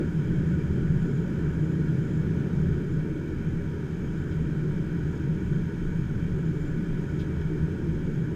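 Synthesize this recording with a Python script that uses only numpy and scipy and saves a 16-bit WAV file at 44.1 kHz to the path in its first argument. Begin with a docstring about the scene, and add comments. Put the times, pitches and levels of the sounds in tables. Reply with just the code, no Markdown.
"""Air rushes over the canopy of a small aircraft gliding with its engine off, heard by a cased camera
in the cockpit. From the start, turbulence drums the cabin's low modes, the slipstream hisses through
the shell, a canopy gap whistles in spells and the camera's sensor read-out leaks a thin buzz.
Paper rustles faintly at 1.7 s and again around 4 s. After 5.4 s a thin hum swells, slowly sinking in
pitch; the firmest rustle comes near 7.2 s, and the airflow eases at the end."""
import sys
import numpy as np
from scipy import signal
from scipy.fft import rfft, irfft, next_fast_len
from scipy.io import wavfile
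from scipy.ndimage import uniform_filter1d, map_coordinates

SR = 44100
rng = np.random.default_rng(int(sys.argv[2]) if len(sys.argv) > 2 else 0)


def unload_audio(sound):
    """Save the sound as a 16-bit wav file, at the path given as the first command line argument."""
    columns = np.transpose(np.atleast_2d(sound))
    # keep every value between -1 and 1, then stretch to whole-number steps
    steps = np.round(np.clip(columns, -1, 1) * 32767)
    wavfile.write(sys.argv[1], SR, steps.astype(np.int16))


N = 368235

# Upper resonances of the camera case. Each row: centre in Hz, width in Hz, relative level in dB.
CASE_MODES = [(2240, 66, 1.5), (2337, 86, 0.5), (2600, 270, -10), (2970, 250, -11.5), (3130, 85, -4),
              (3285, 250, -10), (3700, 540, -17), (4010, 180, -20.5), (4790, 200, -16.5),
              (5060, 150, -16.5), (5250, 150, -14.5), (6000, 820, -20), (6730, 1000, -18.5),
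              (7670, 250, -22), (8250, 600, -27), (9150, 600, -30), (9500, 250, -28.5)]


def cabin():
    """Forced vibration: turbulent buffeting drives four families of low modes, whose levels fluctuate."""
    # Resonances. Each row: centre in Hz, width in Hz, relative level in dB.
    airframe_modes = [(22.9, 7.2, 1), (47.5, 9, -15.5)]
    lengthwise_modes = [(76, 7, 1), (78.4, 4.6, -5), (90.1, 6.7, -0.5)]
    crosswise_modes = [(113.7, 16, -11), (134.3, 13.2, -3.5), (147.3, 14, -6.5), (159.8, 21.8, 0),
                       (186.7, 13.2, -6)]
    panel_modes = [(222.5, 22, -0.5), (241.5, 24, -5), (277, 22, -5.5), (305.2, 14.8, -0.5),
                   (321.3, 46, -3.5), (371.2, 43.5, -4.5), (402.3, 18, -8.5), (428.6, 39, -9.5),
                   (466, 33, -16.5), (557, 56, -19)]
    # Buffeting of the cabin. Each row: time in seconds, boom level in dB, thrum level in dB.
    buffeting = [(0, -27.5, -36), (.4, -24, -37), (.67, -29, -31), (.9, -21.5, -35), (1.25, -28.5, -39.5),
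                 (1.4, -27.5, -34), (1.7, -26, -36.5), (2.15, -27, -40), (2.32, -25, -33), (2.5, -24, -41),
                 (2.65, -27.5, -29.5), (3.05, -28.5, -44), (3.25, -35, -38), (3.45, -30, -34),
                 (3.8, -31.5, -40), (4.2, -30, -36.5), (4.37, -30, -31.5), (4.63, -28, -43),
                 (5.12, -30.5, -36), (5.6, -26.5, -36.5), (5.8, -32, -40), (6.28, -27.5, -35.5),
                 (6.65, -30.5, -38.5), (7.0, -28, -45), (7.1, -28.5, -36), (7.45, -30.5, -33),
                 (7.63, -26, -34), (7.75, -32, -35.5), (8.05, -29, -35), (8.15, -26.5, -47),
                 (8.35, -32, -37)]
    # Roar of the canopy and side panels. Each row: time in seconds, level in dB.
    roar_levels = [(0.0, -24), (0.09, -38), (0.14, -37), (0.39, -34), (0.49, -35.5), (0.6, -32.5),
                   (0.65, -36.5), (0.79, -33.5), (1.02, -37.5), (1.09, -29.5), (1.14, -34), (2.67, -34),
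                   (3.74, -37), (4.53, -34.5), (6.0, -38.5), (6.44, -35.5), (8.33, -35.5), (8.35, -38)]
    boom_db, thrum_db = curves(buffeting)
    roar_db, = curves(roar_levels)

    shake_db = -38 + 3.5 * wobble(per_second=7)
    shake = turbulence(modes(airframe_modes, 1.5))
    shake = unit(steadied(shake, share=0.5, seconds=0.28))

    thrum = turbulence(modes(lengthwise_modes, 0.92))
    thrum = steadied(thrum, share=0.68, seconds=0.15)
    thrum = unit(filtered(thrum, modes(lengthwise_modes, 0.63)))

    boom_db += 1.5 * wobble(per_second=14)
    boom = turbulence(modes(crosswise_modes, 1.66))
    boom = steadied(boom, share=0.22, seconds=0.032)
    boom = unit(steadied(boom, share=0.45, seconds=0.2))

    roar = turbulence(modes(panel_modes, 1.504), patchy_db=0.88)
    return amp(shake_db) * shake + amp(thrum_db) * thrum + amp(boom_db) * boom + amp(roar_db) * roar


def slipstream():
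    """Boundary-layer noise excites the shell and the camera case, growing louder with the airflow."""
    # Strength of the airflow. Each row: time in seconds, level offset in dB.
    airflow = [(0, 0.7), (1, 0.7), (2, .5), (2.7, .5), (3.1, -1), (3.8, -0.5), (5.2, -0.1), (6, -0.3),
               (7.5, 0), (8.35, -1.2)]
    # Mid resonances of the shell. Each row: centre in Hz, width in Hz, relative level in dB.
    shell_modes = [(790, 240, -12.5), (947, 65, -5.5), (1328, 220, -8.5), (1482, 75, .5), (1580, 56, -8),
                   (1664, 88, -5), (1660, 22, -6.5), (1740, 120, -10), (1882, 170, -12)]
    # Broad hiss of the air. Each row: frequency in Hz, relative spectral level in dB.
    air_spectrum = [(1500, -20.5), (3500, -4.5), (7000, -7.5), (10000, -13.5), (12000, -12.5), (15000, -20)]
    flow_db, = curves(airflow)
    rush = amp(-50 + flow_db) * turbulence(modes(shell_modes, 1.21), patchy_db=0.8)
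    air = turbulence(slope(air_spectrum), patchy_db=1.2)
    hiss = turbulence(modes(CASE_MODES, 1.0), patchy_db=0.63) + amp(-15) * air
    hiss_db = -58 + 0.74 * flow_db + 0.18 * wobble(14)
    return rush + amp(hiss_db) * hiss


def paper():
    """Impulsive excitation: each crumple is a decaying puff of noise that sets the camera case ringing."""
    # Each row: start in seconds, level in dB, rise time in seconds, time to fall 60 dB in seconds,
    # level of the ring relative to the crackle in dB.
    crumples = [(1.7, -68, .002, 0.087, -20), (3.75, -71, .25, 1.6, -20), (4.06, -66, .002, .08, -15),
                (4.311, -52.5, .002, 0.16, -10), (7.188, -46.5, 0.008, 0.14, -10.5),
                (7.2, -53.5, .03, 0.11, 13), (7.41, -56, .002, 0.17, -8), (8.18, -58, .002, .1, -11)]
    # Crackle of the paper. Each row: frequency in Hz, relative spectral level in dB.
    paper_spectrum = [(1600, -31), (2150, -1.5), (2700, -2.5), (3400, 2), (4500, 4), (6000, -0.5),
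                      (8000, -5), (12000, -24.5)]
    # Case modes set off by a touch. Each row: centre in Hz, width in Hz, relative level in dB.
    ring_modes = [(3240, 140, -1), (2320, 100, -5)]
    t = np.arange(N) / SR
    crackle_envelope, ring_envelope = np.zeros(N), np.zeros(N)
    for start, db, rise, t60, ring_db in crumples:
        age = np.clip(t - start, 0, None)
        puff = amp(db - 60 * age / t60) * (1 - np.exp(-age / rise))
        crackle_envelope += puff
        ring_envelope += amp(ring_db) * puff
    grain = amp(1.5 * wobble(300))
    crackle = grain * turbulence(lambda hz: slope(paper_spectrum)(hz) * modes(CASE_MODES, 1.4)(hz))
    ring = steadied(turbulence(modes(ring_modes, 0.77)), share=0.95, seconds=0.006)
    return crackle_envelope * unit(crackle) + ring_envelope * unit(ring)


def whistle():
    """Flow through a canopy gap sounds edge tones, each gliding under a bell-shaped envelope."""
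    # Each row: middle in seconds, length in seconds, start pitch in Hz, end pitch in Hz, top level in dB.
    spells = [(0.1, .3, 6940, 6940, -76), (0.45, 0.46, 6790, 6790, -74), (0.55, .3, 6940, 6930, -80),
              (1.048, .4, 6800, 6800, -73), (1.13, 0.18, 6950, 6940, -70), (1.702, 0.51, 6900, 6950, -73),
              (1.6, .4, 6820, 6810, -80), (2.12, .15, 6950, 6950, -70), (2.1, .15, 6800, 6810, -74),
              (2.6, 0.38, 6790, 6790, -77), (2.92, 0.064, 6790, 6780, -70), (3.52, 0.11, 6700, 6780, -75),
              (4.02, .2, 6600, 6740, -72), (4.25, .15, 6960, 7000, -75), (4.37, .15, 6800, 6810, -74),
              (4.65, .15, 7050, 7050, -80), (5.15, .25, 6750, 6760, -73), (5.45, .2, 6850, 6870, -76),
              (5.5, .3, 6590, 6590, -78), (6.0, 0.34, 6570, 6630, -74), (6.43, .12, 6820, 7000, -75),
              (6.654, .16, 6970, 7100, -71), (7.08, 0.22, 6800, 6750, -74), (7.165, .035, 6780, 6750, -69),
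              (8.15, .3, 6670, 6560, -75)]
    song = np.zeros(N)
    for middle, length, start_hz, end_hz, db in spells:
        first = max(0, round((middle - 2 * length) * SR))
        last = min(N, round((middle + 2 * length) * SR))
        offset = (np.arange(first, last) / SR - middle) / length
        hz = np.interp(offset, [-0.5, 0.5], [start_hz, end_hz])
        song[first:last] += np.exp(-2 * offset ** 2) * edge_tone(hz, db)
    return song


def edge_tone(hz, db):
    """A jet oscillating across an edge gives a narrow noise band in spurts, with a wider airy fringe."""
    n, fringe_above_hz = len(hz), 220
    phase = 2 * np.pi * np.cumsum(hz) / SR
    fringe_phase = phase + 2 * np.pi * fringe_above_hz * np.arange(n) / SR
    core = wobble(95, n) * np.sin(phase) + wobble(95, n) * np.cos(phase)
    fringe = wobble(800, n) * np.sin(fringe_phase) + wobble(800, n) * np.cos(fringe_phase)
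    spurts = amp(1.4 * wobble(25, n))
    return amp(db) * unit(spurts * core + amp(-3.5) * fringe)


def hum():
    """Slight random modulation of amplitude and frequency makes a faint pure tone waver."""
    # Course of the hum. Each row: time in seconds, pitch in Hz, rms level in dB.
    course = [(5.4, 910, -87), (6.3, 906, -75), (7.0, 900, -73), (7.3, 910, -64.5), (8.1, 891, -66),
              (8.35, 860, -80)]
    hz, db = curves(course)
    amplitude = np.sqrt(2) * amp(db + 2 * wobble(6))
    phase = 2 * np.pi * np.cumsum(hz + 3 * wobble(8)) / SR
    return amplitude * np.sin(phase)


def sensor_buzz():
    """Electrical crosstalk: the sensor's row rate and its octave leak in, one read-out burst a frame."""
    frame_hz, row_hz = 47.9712, 6446
    first_burst_s, burst_s = 0.0059, 0.0081
    t = np.arange(N) / SR - first_burst_s
    frame = np.floor(t * frame_hz).astype(int)
    age = t - frame / frame_hz
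    jitter = (0.35 + 0.045 * t) * rng.standard_normal(frame.max() + 2)[frame]
    lag_rows = frame % 2 * (0.14 + 0.017 * t)  # every other frame lags, more so as time goes on
    phase = 2 * np.pi * (row_hz * age - lag_rows) + jitter
    return (age < burst_s) * (amp(-69) * np.sin(phase) + amp(-75) * np.sin(2 * phase))


def turbulence(gain, patchy_db=0):
    """Eddies give random pressure: shaped noise of rms 1, optionally patchy in time and frequency."""
    noise = rng.standard_normal(N)
    if patchy_db:
        spectra = signal.stft(noise, nperseg=512)[2]
        patches = uniform_filter1d(rng.standard_normal(spectra.shape), size=6, axis=0)
        patches = unit(uniform_filter1d(patches, size=12, axis=1))
        noise = signal.istft(spectra * amp(patchy_db * patches), nperseg=512)[1][:N]
    return unit(filtered(noise, gain))


def modes(table, steepness):
    """Incoherent addition: the gain of resonances driven by unrelated eddies, whose powers add."""
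    return lambda hz: np.sqrt(sum(amp(db) ** 2 / (1 + (2 * (hz - centre) / width) ** 2) ** steepness
                                  for centre, width, db in table))


def steadied(x, share, seconds):
    """Envelope compression: dividing out a share of the slow swelling makes a noise band beat less."""
    level = np.sqrt(np.abs(uniform_filter1d(x ** 2, int(seconds * SR))) + 0.02)
    return x / level ** share


def filtered(x, gain):
    """Linear filtering: the spectrum of x is multiplied by gain(hz)."""
    size = next_fast_len(N + 8192)
    return irfft(rfft(x, size) * gain(np.fft.rfftfreq(size, 1 / SR)), size)[..., :N]


def slope(points):
    """Frequency response through (Hz, dB) points on a logarithmic axis."""
    knots_hz, db = np.transpose(points)
    return lambda hz: amp(np.interp(np.log(hz + 1), np.log(knots_hz), db))


def wobble(per_second, size=N):
    """Smooth fluctuation: a spline through evenly spaced random knots."""
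    knots = rng.standard_normal(int(size * per_second / SR) + 4)
    return map_coordinates(knots, [np.arange(size) * per_second / SR])


def curves(rows):
    """Linear interpolation: one value per sample for each column after the time."""
    times, *columns = np.transpose(rows)
    return [np.interp(np.arange(N) / SR, times, column) for column in columns]


def amp(db):
    """Amplitude ratio of a level in decibels."""
    return 10 ** (np.asarray(db) / 20)


def unit(x):
    """Normalisation to an rms of 1."""
    return x / np.sqrt(np.mean(x ** 2) + 1e-20)


def scene():
    """Superposition: the pressures of the sources add in one channel."""
    return (cabin() + slipstream() + whistle() + hum() + paper())[None]


def record(dry):
    """Band limiting: the buzz joins in the wiring, then the input blocks the deepest bass and top treble."""
    # Treble roll-off of the input. Each row: frequency in Hz, gain in dB.
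    roll_off = [(13500, 0), (14000, -1.5), (14400, -4), (15000, -4)]
    bass_hz, top_hz = 12, 15000
    return filtered(dry + sensor_buzz(),
                    lambda hz: (hz < top_hz) * slope(roll_off)(hz) * hz ** 2 / (hz ** 2 + bass_hz ** 2))


dry = scene()
out = record(dry)
unload_audio(out)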